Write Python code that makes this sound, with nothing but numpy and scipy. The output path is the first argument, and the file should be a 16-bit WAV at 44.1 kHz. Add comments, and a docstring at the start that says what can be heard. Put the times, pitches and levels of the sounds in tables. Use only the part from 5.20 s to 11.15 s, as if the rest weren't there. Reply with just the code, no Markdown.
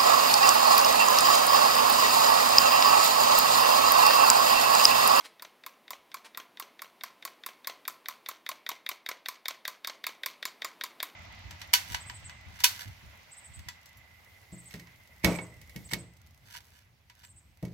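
"""On a workshop bench a small solenoid engine of steel and copper runs and gathers speed. Each turn gives a tick
as the linkage takes up its play, a bright clack as the plunger lands and a duller rebound. These contacts are
pushes and noise bursts through the resonances of one frame; a base, a thin rod and a link add their own notes.
A hand scuffs twice nearby in grainy noise, the workshop answers with decaying noise tails, and a low coloured
hiss lies beneath. One microphone gives both channels the same sound."""
import sys
import numpy as np
from scipy import signal
from scipy.fft import rfft, irfft, next_fast_len
from scipy.io import wavfile
from scipy.ndimage import uniform_filter1d

SR = 44100
rng = np.random.default_rng(int(sys.argv[2]) if len(sys.argv) > 2 else 0)


def unload_audio(sound):
    """Save the sound as a 16-bit wav file, at the path given as the first command line argument."""
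    columns = np.transpose(np.atleast_2d(sound))
    # keep every value between -1 and 1, then stretch to whole-number steps
    steps = np.round(np.clip(columns, -1, 1) * 32767)
    wavfile.write(sys.argv[1], SR, steps.astype(np.int16))


N = 262395
LEAD = SR // 10  # samples played before the start, so that earlier blows still ring

EARLIER_S = -0.018  # a landing just before the start
# turns of the engine, the first landing just before the start; levels before each layer's own gain:
# (landing t/s, landing level/dB, rebound level/dB, rod ring re landing/dB, brightness re landing/dB)
TURNS = [(EARLIER_S, -31, -32, -28, 2), (0.2224, -33.5, -29, -30, 3.5), (0.4633, -31.5, -50, -30, 2.5),
         (0.7058, -29.5, -27, -20, 3), (0.9429, -29.5, -34, -23, 0.5), (1.1738, -29, -28, -27, 3),
         (1.3984, -30.5, -26.5, -27, 4.5), (1.619, -30.5, -36.5, -33, 2.5), (1.836, -26, -43, -32, -1.5),
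         (2.0511, -26, -31, -24, 1.5), (2.2627, -27, -29, -35, 3.5), (2.472, -25, -22.5, -27, 2.5),
         (2.6787, -24.5, -45, -25, 5), (2.8846, -24.5, -35.5, -33, 1.5), (3.0874, -25.5, -29.5, -25, 2),
         (3.2901, -24.5, -23, -28, 2.5), (3.4905, -23, -23, -24, 0.5), (3.69, -23.5, -23, -27, 2),
         (3.8888, -22.5, -22, -36, -2), (4.0855, -22.5, -37, -35, -0.5), (4.2827, -23, -22.5, -32, 1),
         (4.4785, -23, -47.5, -28, -1), (4.6728, -23, -22.5, -35, -1.5), (4.8668, -21, -28.5, -27, -2),
         (5.0605, -21, -35, -31, -1), (5.2535, -22, -49, -19.5, -2), (5.446, -22.5, -41, -19, -4),
         (5.6372, -24, -50, -22.5, 0), (5.8285, -22.5, -38, -28, 2.5)]
# bright resonances of a hard contact: (f/Hz, width/Hz, relative level/dB)
SNAP = [(7480, 3600, -22.5), (10100, 3600, -7.5), (11250, 370, -1.5), (13020, 1200, 0), (15500, 2300, -6.5)]


def amp(db):
    """Gain of a level in dB."""
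    return 10 ** (np.asarray(db) / 20)


def unit(x):
    """x at rms 1."""
    return x / np.sqrt(np.mean(x ** 2) + 1e-20)


def along(points, hz):
    """Values at hz, read from (f/Hz, value) points on a log frequency axis."""
    f, v = np.transpose(points)
    return np.interp(np.log(hz + 1), np.log(f + 1), v)


def filtered(x, response):
    """x times a complex response of frequency, padded so that rings do not wrap round."""
    n = x.shape[-1]
    m = next_fast_len(n + SR // 2)
    hz = np.fft.rfftfreq(m, 1 / SR)
    return irfft(rfft(x, m) * response(hz), m)[..., :n]


def noise(spectrum):
    """Noise of rms 1 coloured by a (f/Hz, level/dB) curve."""
    white = rng.standard_normal(N)
    return unit(filtered(white, lambda hz: amp(along(spectrum, hz))))


def ringing(force, modes):
    """A force through parallel (f/Hz, width/Hz, level/dB) resonances of alternating sign."""
    def response(f):
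        total = 0
        for k, (centre, width, db) in enumerate(modes):
            damping = 1j * f * width
            total = total + (-1) ** k * amp(db) * damping / (centre ** 2 - f ** 2 + damping)
        return total
    return filtered(force, response)


def soft(x, top_hz):
    """A yielding contact carries little treble: two gentle low-pass stages."""
    return filtered(x, lambda hz: 1 / (1 + 1j * hz / top_hz) ** 2)


def pushes(times, db):
    """One clean push for each contact; row 0 is heard directly, row 1 fills the room."""
    force = np.zeros((2, LEAD + N))
    force[:, LEAD + np.round(times * SR).astype(int)] = amp(db)
    return force


def blows(times, db, chatter_s, first_db, rise_s=1e-5):
    """A first touch, then micro-impacts that die 60 dB in chatter_s; the room's many paths average them to a push."""
    t = np.arange(SR // 20) / SR
    decay = amp(-60 * t / np.reshape(chatter_s, (-1, 1)))
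    bursts = rng.standard_normal((len(times), len(t))) * decay
    bursts *= 1 - np.exp(-t / rise_s)
    bursts /= np.linalg.norm(bursts, axis=1, keepdims=True)
    force = pushes(times, db) * [[amp(first_db)], [1]]
    for s, level, burst in zip(times, db, bursts):
        spot = force[0, LEAD + round(s * SR):][:len(t)]
        spot += amp(level) * burst[:len(spot)]
    return force


def frame(axis):
    """The frame's resonances as one kind of contact drives them (column 2 tick, 3 clack, 4 rebound)."""
    # resonances of the frame: (f/Hz, width/Hz, tick level/dB, clack level/dB, rebound level/dB)
    frame_modes = [(315, 230, -22, -17.5, -18), (660, 219, -9.5, -10, -5.5), (1560, 346, 0, -7, -6),
                   (1950, 218, 6, -0.5, -2.5), (2192, 250, 4.5, 3, 2), (2614, 720, -4.5, -6.5, -2.5),
                   (3354, 440, -4, -5.5, -1.5), (3710, 180, 3.5, -1, -1.5), (4340, 550, -8.5, -1, -2),
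                   (4914, 830, -9.5, -1, -18.5), (5960, 1230, -17.5, -6, 0)]
    return [(row[0], row[1], row[axis]) for row in frame_modes]


def base(times, db):
    """The blow reaches the heavy base through its mounts, so the note swells for a few ms."""
    # note of the steel base: (f/Hz, width/Hz)
    base_note = (1068.3, 101)
    through_mounts = ringing(pushes(times, db), [(base_note[0], 260, 0)])
    return ringing(through_mounts, [(*base_note, 0)])


def swing(times):
    """Levels at these times: the balance shifts as the microphone swings round to the engine."""
    # balance before each layer's own gain; all but the tick level are relative to their contact:
    # (t/s, tick level/dB, tick brightness/dB, base knock/dB, link slap/dB)
    balance = [(0.2, -37.5, -18, 1, -21), (1.5, -34.5, -20, 3.5, -22), (1.95, -33.5, -19, -2.5, -23),
               (2.65, -32.5, -21, 1, -19), (3.1, -26.5, -15, 0.5, -14), (3.8, -24, -15, -2.5, -15),
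               (4.3, -21.5, -14.5, -3.5, -17), (5.1, -23, -13.5, -6, -21), (5.5, -21.5, -20, -2.5, -14),
               (5.85, -21, -23, -3.5, -14)]
    s, *cols = np.transpose(balance)
    return [np.interp(times, s, col) for col in cols]


def hiss():
    """A steady bed of coloured noise whose level drifts."""
    # colour of the hiss: (f/Hz, relative level per Hz/dB)
    hiss_colour = [(15, -56), (25, -12), (76, -27.5), (229, -5), (840, -5.5), (1040, -4), (1480, -11.5),
                   (2160, -10), (3720, -15.5), (7600, -25.5), (11000, -22), (13600, -22), (15800, -24),
                   (16100, -48)]
    # drift of the hiss: (t/s, rms level/dB)
    hiss_drift = [(0, -66.5), (2.8, -65), (3.9, -71), (5.95, -62)]
    level_db = np.interp(np.arange(N) / SR, *np.transpose(hiss_drift))
    return amp(level_db) * noise(hiss_colour)


def shop(x, count):
    """The room's tail, each frequency dying at its own speed; each stretch of time gets a freshly drawn noise tail."""
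    # decay of the workshop: (f/Hz, time to fall 60 dB/s)
    shop_decay = [(300, 1), (1000, 0.34), (2500, 0.41), (6000, 0.26), (14000, 0.19)]
    wet = np.zeros(len(x) + SR)
    step = len(x) // count + 1
    for start in range(0, len(x), step):
        hz, t, grains = signal.stft(rng.standard_normal(SR // 2), SR, nperseg=256)
        clutter = amp(-60 * t / 0.027)  # short answer of things on the bench
        walls = amp(-9 - 60 * t / along(shop_decay, hz)[:, None])
        tail = signal.istft(grains * (clutter + walls), SR, nperseg=256)[1]
        answer = signal.fftconvolve(x[start:start + step], tail / np.linalg.norm(tail))
        wet[start + 100:][:len(answer)] += answer  # 100 samples of delay
    return wet[:len(x)]


def scuffs():
    """Brief grainy rubbing that swells, holds and fades."""
    # strokes of the hand: (full swell t/s, level/dB, rise/s, hold/s, fall/s), rise and fall by a factor e
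    strokes = [(0.053, -46.5, .012, .008, 0.0075), (1.049, -53, 0.003, .016, 0.009)]
    # colour of the rubbing: (f/Hz, relative level per Hz/dB)
    rub_colour = [(180, -39), (300, -11.5), (2280, -4), (3030, -5), (5700, -9.5), (6740, -14),
                  (9880, -13.5), (16000, -26)]
    t = np.arange(N) / SR
    swell = np.zeros(N)
    for s, db, rise, hold, fall in strokes:
        slope = np.minimum((t - s) / rise, (s + hold - t) / fall)
        swell += amp(db) * np.exp(np.minimum(slope, 0))
    roughness = unit(uniform_filter1d(rng.standard_normal(N), size=40))
    grain = amp(2.8 * roughness)
    return swell * unit(grain * noise(rub_colour))


def rattle(count):
    """Loose parts touch a few more times at random while the frame settles."""
    s, db = np.transpose(TURNS)[:2, :, None]
    wait, size = rng.random((len(TURNS), 2, count)).transpose(1, 0, 2)
    after_s = .015 + .07 * wait
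    level_db = db + 5 - 190 * after_s + 8 * size  # later touches are weaker
    touches = blows((s + after_s).ravel(), level_db.ravel(), 0.0091, first_db=-4.5)
    return soft(ringing(touches, frame(axis=4)), top_hz=4400)


def rebounds():
    """A soft second landing, which follows after a fixed time and a share of the turn."""
    s, _, db = np.transpose(TURNS)[:3]
    lag_s, lag_share = .016, .043
    s = s + lag_s + lag_share * np.gradient(s)
    body = ringing(blows(s, db + 21, 0.014, first_db=-7, rise_s=.0004), frame(axis=4))
    return soft(body, top_hz=3700) + base(s, db + 16.5)


def ticks():
    """Mostly the frame's middle modes: a faint noisy lead-in 4 ms early, the touch, the pin settling 9 ms later."""
    s = np.transpose(TURNS)[0] - .0263  # seconds ahead of the landing
    db, bright_db = swing(s)[:2]
    modes = frame(axis=2)
    lower, upper = modes[:6], modes[6:]
    first_db, lead_in_s, settle_s = 3, s - .004, s + .009
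    body = ringing(blows(s + .0006, db + 15.7, 0.027, first_db), lower)
    touch = blows(s, db + 20.5, 0.029, first_db)
    settling = blows(settle_s, db + 4, 0.007, first_db=-1)
    lead_in = blows(lead_in_s, db + 6.5, 0.064, first_db=-22)
    body += ringing(touch + settling + lead_in, upper)
    snap = ringing(blows(s, db + bright_db + 16, .015, first_db=-13), SNAP)
    return body + snap + base(s, db + 13)


def clacks():
    """The plunger lands, the hardest contact; a link slaps after it and the rod sings on."""
    # a thin rod that sings on: (f/Hz, width/Hz)
    rod_note = (7140, 28)
    s, db, _, rod_db, bright_db = np.transpose(TURNS)
    knock_db, slap_db = swing(s)[2:]
    longer, harder = rng.standard_normal((len(s), 2)).T
    chatter_s = .015 * np.exp(.2 * longer)  # each landing chatters for its own time
    slap_db = slap_db + 3 * harder
    rise_s = .0004  # the chatter swells this fast

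    # each landing favours other modes of the frame
    modes = frame(axis=3)
    favour_db = 1.5 * rng.standard_normal((len(s), 3)).T
    body = 0
    for more_db, part in zip(favour_db, (modes[:4], modes[4:8], modes[8:])):
        landing = blows(s, db + 21.5 + more_db, 1.2 * chatter_s, first_db=-3, rise_s=rise_s)
        body = body + ringing(landing, part)

    crack = blows(s, db + bright_db + 19, 0.58 * chatter_s, first_db=-6, rise_s=rise_s)
    trail = blows(s, db + bright_db + 7, 0.03, first_db=-30)
    snap = ringing(crack + trail, SNAP) * amp([[0], [-2.5]])  # less of it fills the room

    knock = base(s + .002, db + knock_db + 32.5)
    skirt = blows(s, db + knock_db + 20.5, .035, first_db=-14)
    knock += ringing(skirt, [(1292, 250, 0)])  # the base's broad upper skirt

    rod = ringing(pushes(s, db + rod_db + 50), [(*rod_note, 0)]) * [[1], [.3]]
    slap = ringing(pushes(s + .0135, db + slap_db + 32), [(3730, 220, 0)]) * [[1], [.4]]
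    return body + snap + knock + rod + slap


def scene():
    """Engine and hand, their echo and the hiss, alike in both channels."""
    hand = np.pad(scuffs(), (LEAD, 0))
    near, sent = rattle(count=9) + rebounds() + ticks() + clacks() + hand
    heard = near + amp(-4) * shop(sent, count=30)
    return np.tile(heard[LEAD:] + hiss(), (2, 1))


def record(dry):
    """The microphone drops the bass and fades at the very top; nothing is kept above the band limit."""
    # response of the microphone: (f/Hz, level/dB)
    mic_curve = [(40, -3), (200, 3), (15850, 0.5), (16100, -14)]
    top_hz = 16900
    return filtered(dry, lambda hz: amp(along(mic_curve, hz)) * (hz < top_hz))


dry = scene()
out = record(dry)
unload_audio(out)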